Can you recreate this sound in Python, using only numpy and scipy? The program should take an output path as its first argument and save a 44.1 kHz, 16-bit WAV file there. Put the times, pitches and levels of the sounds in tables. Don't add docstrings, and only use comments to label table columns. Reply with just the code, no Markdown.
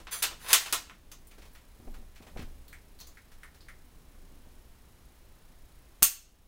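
import sys
import numpy as np
from scipy import signal
from scipy.fft import rfft, irfft
from scipy.io import wavfile
from scipy.ndimage import uniform_filter1d

SR = 44100
rng = np.random.default_rng(int(sys.argv[2]) if len(sys.argv) > 2 else 0)


def to_wav(s):
    ch = np.atleast_2d(s).T
    pcm = np.round(np.clip(ch, -1, 1) * 32767)
    wavfile.write(sys.argv[1], SR, pcm.astype(np.int16))


def elevation(decibels):
    levels = np.asarray(decibels, float)
    return 10 ** (levels / 20)


N = 285327

# (frequency [Hz], density [dB per Hz])
HISS = [(180, -1), (300, -2), (970, -3.5), (3830, -10.5), (4590, -12), (8750, -15.5), (10100, -15),
        (11200, -17), (15600, -13.5)]
HISS_DB, HISS_EDGE_HZ = -65, 15760
FRAME_HZ, ROW_HZ, WHINE_HZ = 29.976, 1320, 9884
EDGE_HZ = 15880

# (frequency [Hz], time to fall 60 dB [s])
ROOM_DECAY = [(150, 0.069), (500, 0.26), (1500, 0.18), (3000, 0.2), (6500, 0.19), (10000, 0.13),
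              (15000, 0.13)]

# (time [s], level over the quiet floor [dB])
FLOOR_SWELL = [(0, 4.5), (.15, -1), (0.349, 3.5), (.8, 9.5), (1.1, 2), (1.7, -0.5), (1.92, 9), (2.15, -4),
               (2.4, 11), (2.6, 3), (3.299, -2), (4.3, 3.5), (5.101, -0.5), (6.0, -0.5), (6.47, 3)]
RUMBLE_DB, CREAK_DB, RUMBLE_SHARE = -54, -66, 0.43
# (time [s], level [dB], time to fall 30 dB [s])
JOIST_THUDS = [(1.8, -62, 0.05), (1.875, -51, 0.32), (1.991, -52, 0.41), (2.197, -65, 0.16),
               (2.36, -50, 0.088), (2.392, -49, 0.046), (2.439, -52, 0.43), (6.02, -43.5, 0.082)]
JOIST_HZ = 21.7

# (frequency [Hz], width [Hz], level [dB])
BOARD_MODES = [(88, 26, -0.5), (235, 15, 3), (352, 10, -10), (760, 29, 7)]
BUTT_AT = [1.797, 1.871, 2.02, 2.202, 2.266, 2.359, 2.391, 2.421, 4.46]
# (level [dB], upper edge of the push [Hz])
BUTT_BUMPS = [(-49, 320), (-48, 600), (-59, 570), (-46.5, 310), (-57.5, 850), (-43.5, 620), (-35, 265),
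              (-31.5, 82), (-58, 580)]
BUMP_S = 0.011
DRAG_S, DRAG_LENGTH_S, DRAG_DB = 1.79, 0.274, -60

# (time [s], level [dB], resonance [Hz], low thump [dB])
HANDLING = [(1.31, -48, 2290, -12), (1.3799, -49.5, 1460, 6.5), (1.4175, -47, 2170, -8),
            (1.4509, -52, 2230, 0), (1.5484, -46, 1870, -16), (1.939, -45, 1390, -19),
            (2.157, -47.5, 2350, -16), (2.221, -51, 2440, 4), (2.266, -45.5, 1870, -3),
            (2.3691, -39, 2110, -0.5), (2.3912, -42.5, 2600, -22), (2.417, -44.5, 1600, -11.5),
            (3.3154, -50, 1610, -11), (3.5435, -54, 1640, -9)]
HAND_FIZZ_DB, HAND_RUB_S = -63.5, .0095
# (time [s], level [dB], resonance [Hz], fizz [dB])
BUCKLE = [(1.1154, -41.5, 6260, -10), (1.2682, -51, 9500, -2), (1.531, -59, 11000, 5),
          (2.6788, -48.5, 4230, -5), (2.727, -52, 8500, -6), (2.9874, -48, 4370, -9),
          (2.9997, -42, 6260, -7), (3.0073, -42, 4350, -18), (3.0677, -51, 4720, -2.5),
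          (3.0702, -48, 6900, -12), (3.4304, -54, 9600, -11), (3.6042, -49, 4750, -21.5),
          (3.682, -56, 9420, -10)]
BUCKLE_THUMP_DB, JINGLE_S = -13.5, .008
KNOCK_AT = [2.7262, 3.1697, 3.4307, 3.6832]
# (level [dB], resonance [Hz])
STOCK_KNOCKS = [(-38.5, 2220), (-42, 2130), (-36.5, 2060), (-37.5, 2100)]
KNOCK_THUMP_DB, KNOCK_FIZZ_DB, KNOCK_S = -23, -27, 0.0052

# (time [s], contact pressure level [dB])
SLIDES = [
    [(0.108, -52), (.116, -40), (0.13, -33), (.16, -43), (0.21, -51)],
    [(0.39, -66.5), (.42, -57), (0.47, -53.5), (.49, -40.5), (0.53, -36)],
    [(0.6, -40), (0.66, -53), (0.72, -50.5)],
]
SLIDE_BODY_DB = [-7, 4, 3]
SLIDE_RASP_DB = [-2, 0, -5]
# (frequency [Hz], width [Hz], level [dB])
RACEWAY_MODES = [(3100, 300, -5), (4500, 250, -3), (6000, 300, 2), (7200, 400, -3), (9200, 300, 2),
                 (10000, 350, 2), (14200, 500, -3)]

# (time [s], level [dB], stock thump [dB], edge brightness [dB])
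LATCH_TICK = [(0.8962, -37.5, -14, -28)]
STRIKER_AT = [
    6.0222,
    6.0242,
    6.0285,
    6.0325,
    6.0478,
]
# (knock at 2 kHz [dB], stock thump [dB], edge brightness [dB])
STRIKER_HITS = [(-42.5, 5.5, -1), (-29, -3.5, 3.5), (-16, -31.5, 11), (-45, -20, 9), (-53, -16, 10)]
STRIKER_HZ = [1130, 1450, 2800, 2680, 4400, 6400, 8250, 9300, 13300, 14200, 15300]
# (width [Hz], level [dB])
STRIKER_RINGING = [(180, 3), (200, 1), (50, 3.5), (71.1, 5.5), (80, 4.5), (248.6, 4), (303, -3), (59.4, 13),
                   (411, -5), (170, 13), (295, -8)]
# (time [s], knock at 2 kHz [dB], stock thump at 500 Hz [dB], edge brightness at 12 kHz [dB])
BOLT_HITS = [(0.0, -53.5, 9, -11), (0.0686, -37.5, -10.5, -30), (0.2215, -33.5, -7.5, -4),
             (0.2248, -28, -20, 3.5), (0.2355, -25, -10.5, -15.5), (0.3086, -42.5, -1, -15),
             (0.445, -45.5, 2.5, -24), (0.462, -38.5, -3, -23), (0.484, -42, -25, -1.5),
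             (0.503, -27, -17, -16), (0.5294, -10.5, -20.5, 2.5), (0.5328, -15, -8.5, -17),
             (0.5397, -16.5, -24, -8), (0.6597, -29, -9, -14), (0.7245, -22.5, -4.5, 3),
             (0.7285, -21.5, -13.5, -10.5), (1.1149, -49, -11, -1.5)]
# (frequency [Hz], width [Hz], level [dB])
BOLT_MODES = [(338, 27, 9), (1010, 160, -3.5), (1410, 310, 2), (2680, 50, 6.5), (2910, 54, 7),
              (3581, 660, -0.5), (5466, 570, -17), (6590, 250, -2.5), (8200, 640, 1.5), (9920, 410, -1),
              (11850, 595, -11), (14600, 490, 4.5), (15400, 420, 0.5)]
BOLT_RATTLE_S, STRIKER_RATTLE_S, TICK_S = .006, .0021, .003


def evened(x):
    return x / np.sqrt(np.mean(x ** 2) + 1e-20)


def read(points, hz):
    f, value = np.transpose(points)
    return np.interp(np.log(hz + 1), np.log(f + 1), value)


def add(mix, s, sound):
    part = mix[round(s * SR):][:len(sound)]
    part += sound[:len(part)]


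def coloured(x, points):
    log_gain = np.log(elevation(read(points, abs(np.fft.fftfreq(2048, 1 / SR)))))
    response = np.fft.ifft(np.exp(np.conj(signal.hilbert(log_gain)))).real
    return signal.oaconvolve(x, response)[:len(x)]


def shaped_noise(points, edge_hz=SR):
    hz = np.fft.rfftfreq(N, 1 / SR)
    spectrum = rfft(rng.standard_normal(N)) * elevation(read(points, hz)) * (hz < edge_hz)
    return evened(irfft(spectrum, N))


def clicks(count, per_s, spread_db):
    when, sign, size = rng.random((count, 3)).T
    return (when < per_s / SR) * np.sign(sign - .5) * elevation(-spread_db * np.log(1 - .98 * size))


def resonant(x, modes):
    t = np.arange(8000) / SR
    ring = np.zeros(len(t))
    for hz, width, db in modes:
        decay = np.exp(-np.pi * width * t)
        ring += elevation(db) * 2 * np.pi * width / SR * decay * np.cos(2 * np.pi * hz * t)
    return signal.oaconvolve(x, ring)[:len(x)]


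def rattle(length, per_s, rise):
    t = np.arange(8192) / SR
    shape = np.exp(-t / max(length, .0005)) * np.minimum(t / rise + 0.068, 1)
    burst = clicks(len(t), per_s, 1.3) * shape
    for _ in range(4):
        burst = irfft(np.exp(1j * np.angle(rfft(burst))))
        burst *= shape / np.sqrt(abs(uniform_filter1d(burst ** 2, size=120)) + 1e-12)
    return burst / np.linalg.norm(burst)


def camera():
    t = np.arange(N) / SR
    hiss = elevation(HISS_DB) * shaped_noise(HISS, HISS_EDGE_HZ)
    frame, place = np.divmod(t * FRAME_HZ, 1)
    reading = uniform_filter1d(1. * (abs(place - .56) < .125), 60)
    start = rng.random((int(frame[-1]) + 1, 2))[frame.astype(int)]
    turns = ROW_HZ * place / FRAME_HZ + start[:, 0]
    comb = sum(np.cos(2 * np.pi * k * turns + .4 * k * k) for k in range(3, 13))
    fizz = coloured(rng.standard_normal(N), [(2500, -20), (6000, 0), (15000, 1), (15900, -30)])
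    buzz = elevation(-79 + 4 * start[:, 1]) * reading * (comb + 1.3 * fizz)
    between_frames = abs(place - .26) <= .05
    skipped = (frame % 15 == 8) & (place <= .7)
    running = uniform_filter1d(1. * ~(between_frames | skipped), 60)
    whine = elevation(-75.0) * running * np.sin(2 * np.pi * WHINE_HZ * t)
    return hiss + buzz + whine


def room(x):
    out, turn = np.zeros(N), np.arange(N) / SR * 16.
    for k in range(3):
        taps, at = np.zeros(SR // 2), np.arange(140, SR // 2 - 3, 3)
        taps[at + rng.integers(0, 3, len(at))] = rng.choice([-1., 1.], len(at))
        hz, t, z = signal.stft(taps, SR, nperseg=128)
        decay_db = -60 * t / read(ROOM_DECAY, hz)[:, None]
        decay = np.hypot(elevation(decay_db), elevation(-13 + 0.46 * decay_db))
        tail = signal.istft(z * decay, SR, nperseg=128)[1]
        share = np.sqrt(2 / 3) * np.cos(turn + k * np.pi / 3)
        out += signal.fftconvolve(x * share, tail / np.linalg.norm(tail))[:N]
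    return out


def boards():
    s, swell_db = np.transpose(FLOOR_SWELL)
    t = np.arange(N) / SR
    rumble = shaped_noise([(6, -10.5), (18, 7.5), (40, -3), (65, -2), (100, -14.5), (200, -48)])
    creak = shaped_noise([(50, -49.5), (110, -0.5), (300, -5.5), (600, -15), (1500, -32.0)])
    swell_db = np.interp(t, s, swell_db)
    out = elevation(RUMBLE_DB + RUMBLE_SHARE * swell_db) * rumble + elevation(CREAK_DB + swell_db) * creak
    u = t[:15000]
    for s, db, t30 in JOIST_THUDS:
        decay = elevation(db + 16.5 - 60 * u / t30 / 2)
        add(out, s, -decay * np.sin(2 * np.pi * JOIST_HZ * u) * np.minimum(u / 0.0038, 1))
    return out


def drag():
    slips = clicks(round(DRAG_LENGTH_S * SR), 900, 2)
    colour = [(120, -11), (250, -1), (400, -3), (800, -20), (3000, -42)]
    hum = coloured(resonant(slips, BOARD_MODES), colour)
    return elevation(DRAG_DB) * evened(hum) * signal.windows.tukey(len(slips), .4)


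def butt():
    out = np.zeros(N)
    for s, (db, hz) in zip(BUTT_AT, BUTT_BUMPS):
        push = rattle(BUMP_S, 16000, rise=0.0026)
        colour = [(30, -8), (100, -1.5), (hz, 0), (1.7 * hz, -12), (5000, -40)]
        add(out, s, elevation(db + 40.5) * coloured(push + resonant(push, BOARD_MODES), colour))
    add(out, DRAG_S, drag())
    return out


def touches(rows, thump_db, fizz_db, length, skirt_db, below, rise):
    out = np.zeros(N)
    for s, db, hz, thump, fizz in np.broadcast(*rows[:3], thump_db, fizz_db):
        low_side = [(0.66 * below * hz, skirt_db), (below * hz, -2.5)]
        high_side = [(1.04 * hz, -2.5), (1.225 * hz, skirt_db)]
        ends = [(100, thump - 5), (500, thump + 1.5), (13000, fizz - 2.5), (16000, fizz + 2.3)]
        colour = sorted([*low_side, (hz, 0), *high_side, *ends])
        add(out, s, elevation(db + 31.5) * coloured(rattle(length, 16000, rise), colour))
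    return out


def handling():
    hand, buckle = np.transpose(HANDLING), np.transpose(BUCKLE)
    knock = (KNOCK_AT, *np.transpose(STOCK_KNOCKS))
    out = touches(hand, hand[-1], HAND_FIZZ_DB - hand[1], HAND_RUB_S, skirt_db=-5.5, below=1.0, rise=0.0045)
    out += touches(buckle, BUCKLE_THUMP_DB, buckle[-1], JINGLE_S, skirt_db=-14.5, below=0.95, rise=0.0041)
    out += touches(knock, KNOCK_THUMP_DB, KNOCK_FIZZ_DB, KNOCK_S, skirt_db=-16, below=.72, rise=.003)
    return out


def slide(pressure, body_db, rasp_db):
    s, db = np.transpose(pressure)
    t = np.arange(s[0], s[-1], 1 / SR)
    grit = clicks(len(t), 20000, 2)
    rasp = evened(coloured(grit, [(1000, -13), (2500, 4), (4500, 9.5), (8000, -5), (16000, -17)]))
    dull = evened(coloured(grit, [(200, -15.5), (900, 6), (1500, 9.5), (3000, 5), (6000, -5)]))
    steel = evened(coloured(resonant(grit, RACEWAY_MODES), [(1500, -30), (3000, -4), (9000, 0)]))
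    scrape = steel + elevation(rasp_db - 5) * rasp + elevation(body_db) * dull
    return s[0], elevation(np.interp(t, s, db)) * scrape * signal.windows.tukey(len(t), .08)


def hits(rows, modes, length, ring_db, bass_db, steel_db, steel_share):
    out = np.zeros(N)
    for s, db, stock_db, edge_db in rows:
        crack = rattle(length, 20000, rise=0.4 * length)
        stock = [(60, stock_db + bass_db), (500, stock_db + 3.0), (2000, 0.014)]
        steel = [(5000, steel_db + steel_share * edge_db - 3.0), (12000, edge_db - 0.5), (16000, edge_db - 5.0)]
        blow = crack + elevation(ring_db) * resonant(crack, modes)
        add(out, s, elevation(db + 28) * coloured(blow, stock + steel))
    return out


def action():
    striker = [(s, *row) for s, row in zip(STRIKER_AT, STRIKER_HITS)]
    striker_modes = [(hz, *row) for hz, row in zip(STRIKER_HZ, STRIKER_RINGING)]
    out = hits(BOLT_HITS, BOLT_MODES, BOLT_RATTLE_S, ring_db=-4.0, bass_db=-19.0, steel_db=4.5, steel_share=0.4)
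    out += hits(striker, striker_modes, STRIKER_RATTLE_S, ring_db=2.5, bass_db=10.5, steel_db=.6, steel_share=0.66)
    out += hits(LATCH_TICK, BOLT_MODES, TICK_S, ring_db=0, bass_db=-17.5, steel_db=-2, steel_share=.45)
    for stroke in zip(SLIDES, SLIDE_BODY_DB, SLIDE_RASP_DB):
        add(out, *slide(*stroke))
    return out


def scene():
    rifle = action() + handling()
    direct = elevation(-3) * rifle
    reverberant = elevation(-2.0) * room(rifle)
    return (direct + reverberant + butt() + boards() + camera())[None]


def low_pass(x):
    return signal.sosfilt(signal.butter(12, 16830, fs=SR, output="sos"), x)


def record(dry):
    power_db = 10 * np.log10(abs(uniform_filter1d(dry[0] ** 2, 300)) + 1e-12)
    fall = np.arange(N) * 14.3 / SR
    held_db = np.maximum.accumulate(power_db + fall) - fall
    over_db = np.maximum(held_db + 19.0, 0)
    ducked = dry / elevation(0.52 * uniform_filter1d(over_db, 200, origin=99))
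    limited = np.tanh(ducked / .86) * .86
    lowpass = signal.firwin(251, EDGE_HZ, window=("kaiser", 8), fs=SR)
    return low_pass(signal.oaconvolve(limited, lowpass[None], "same"))


dry = scene()
out = record(dry)
to_wav(out)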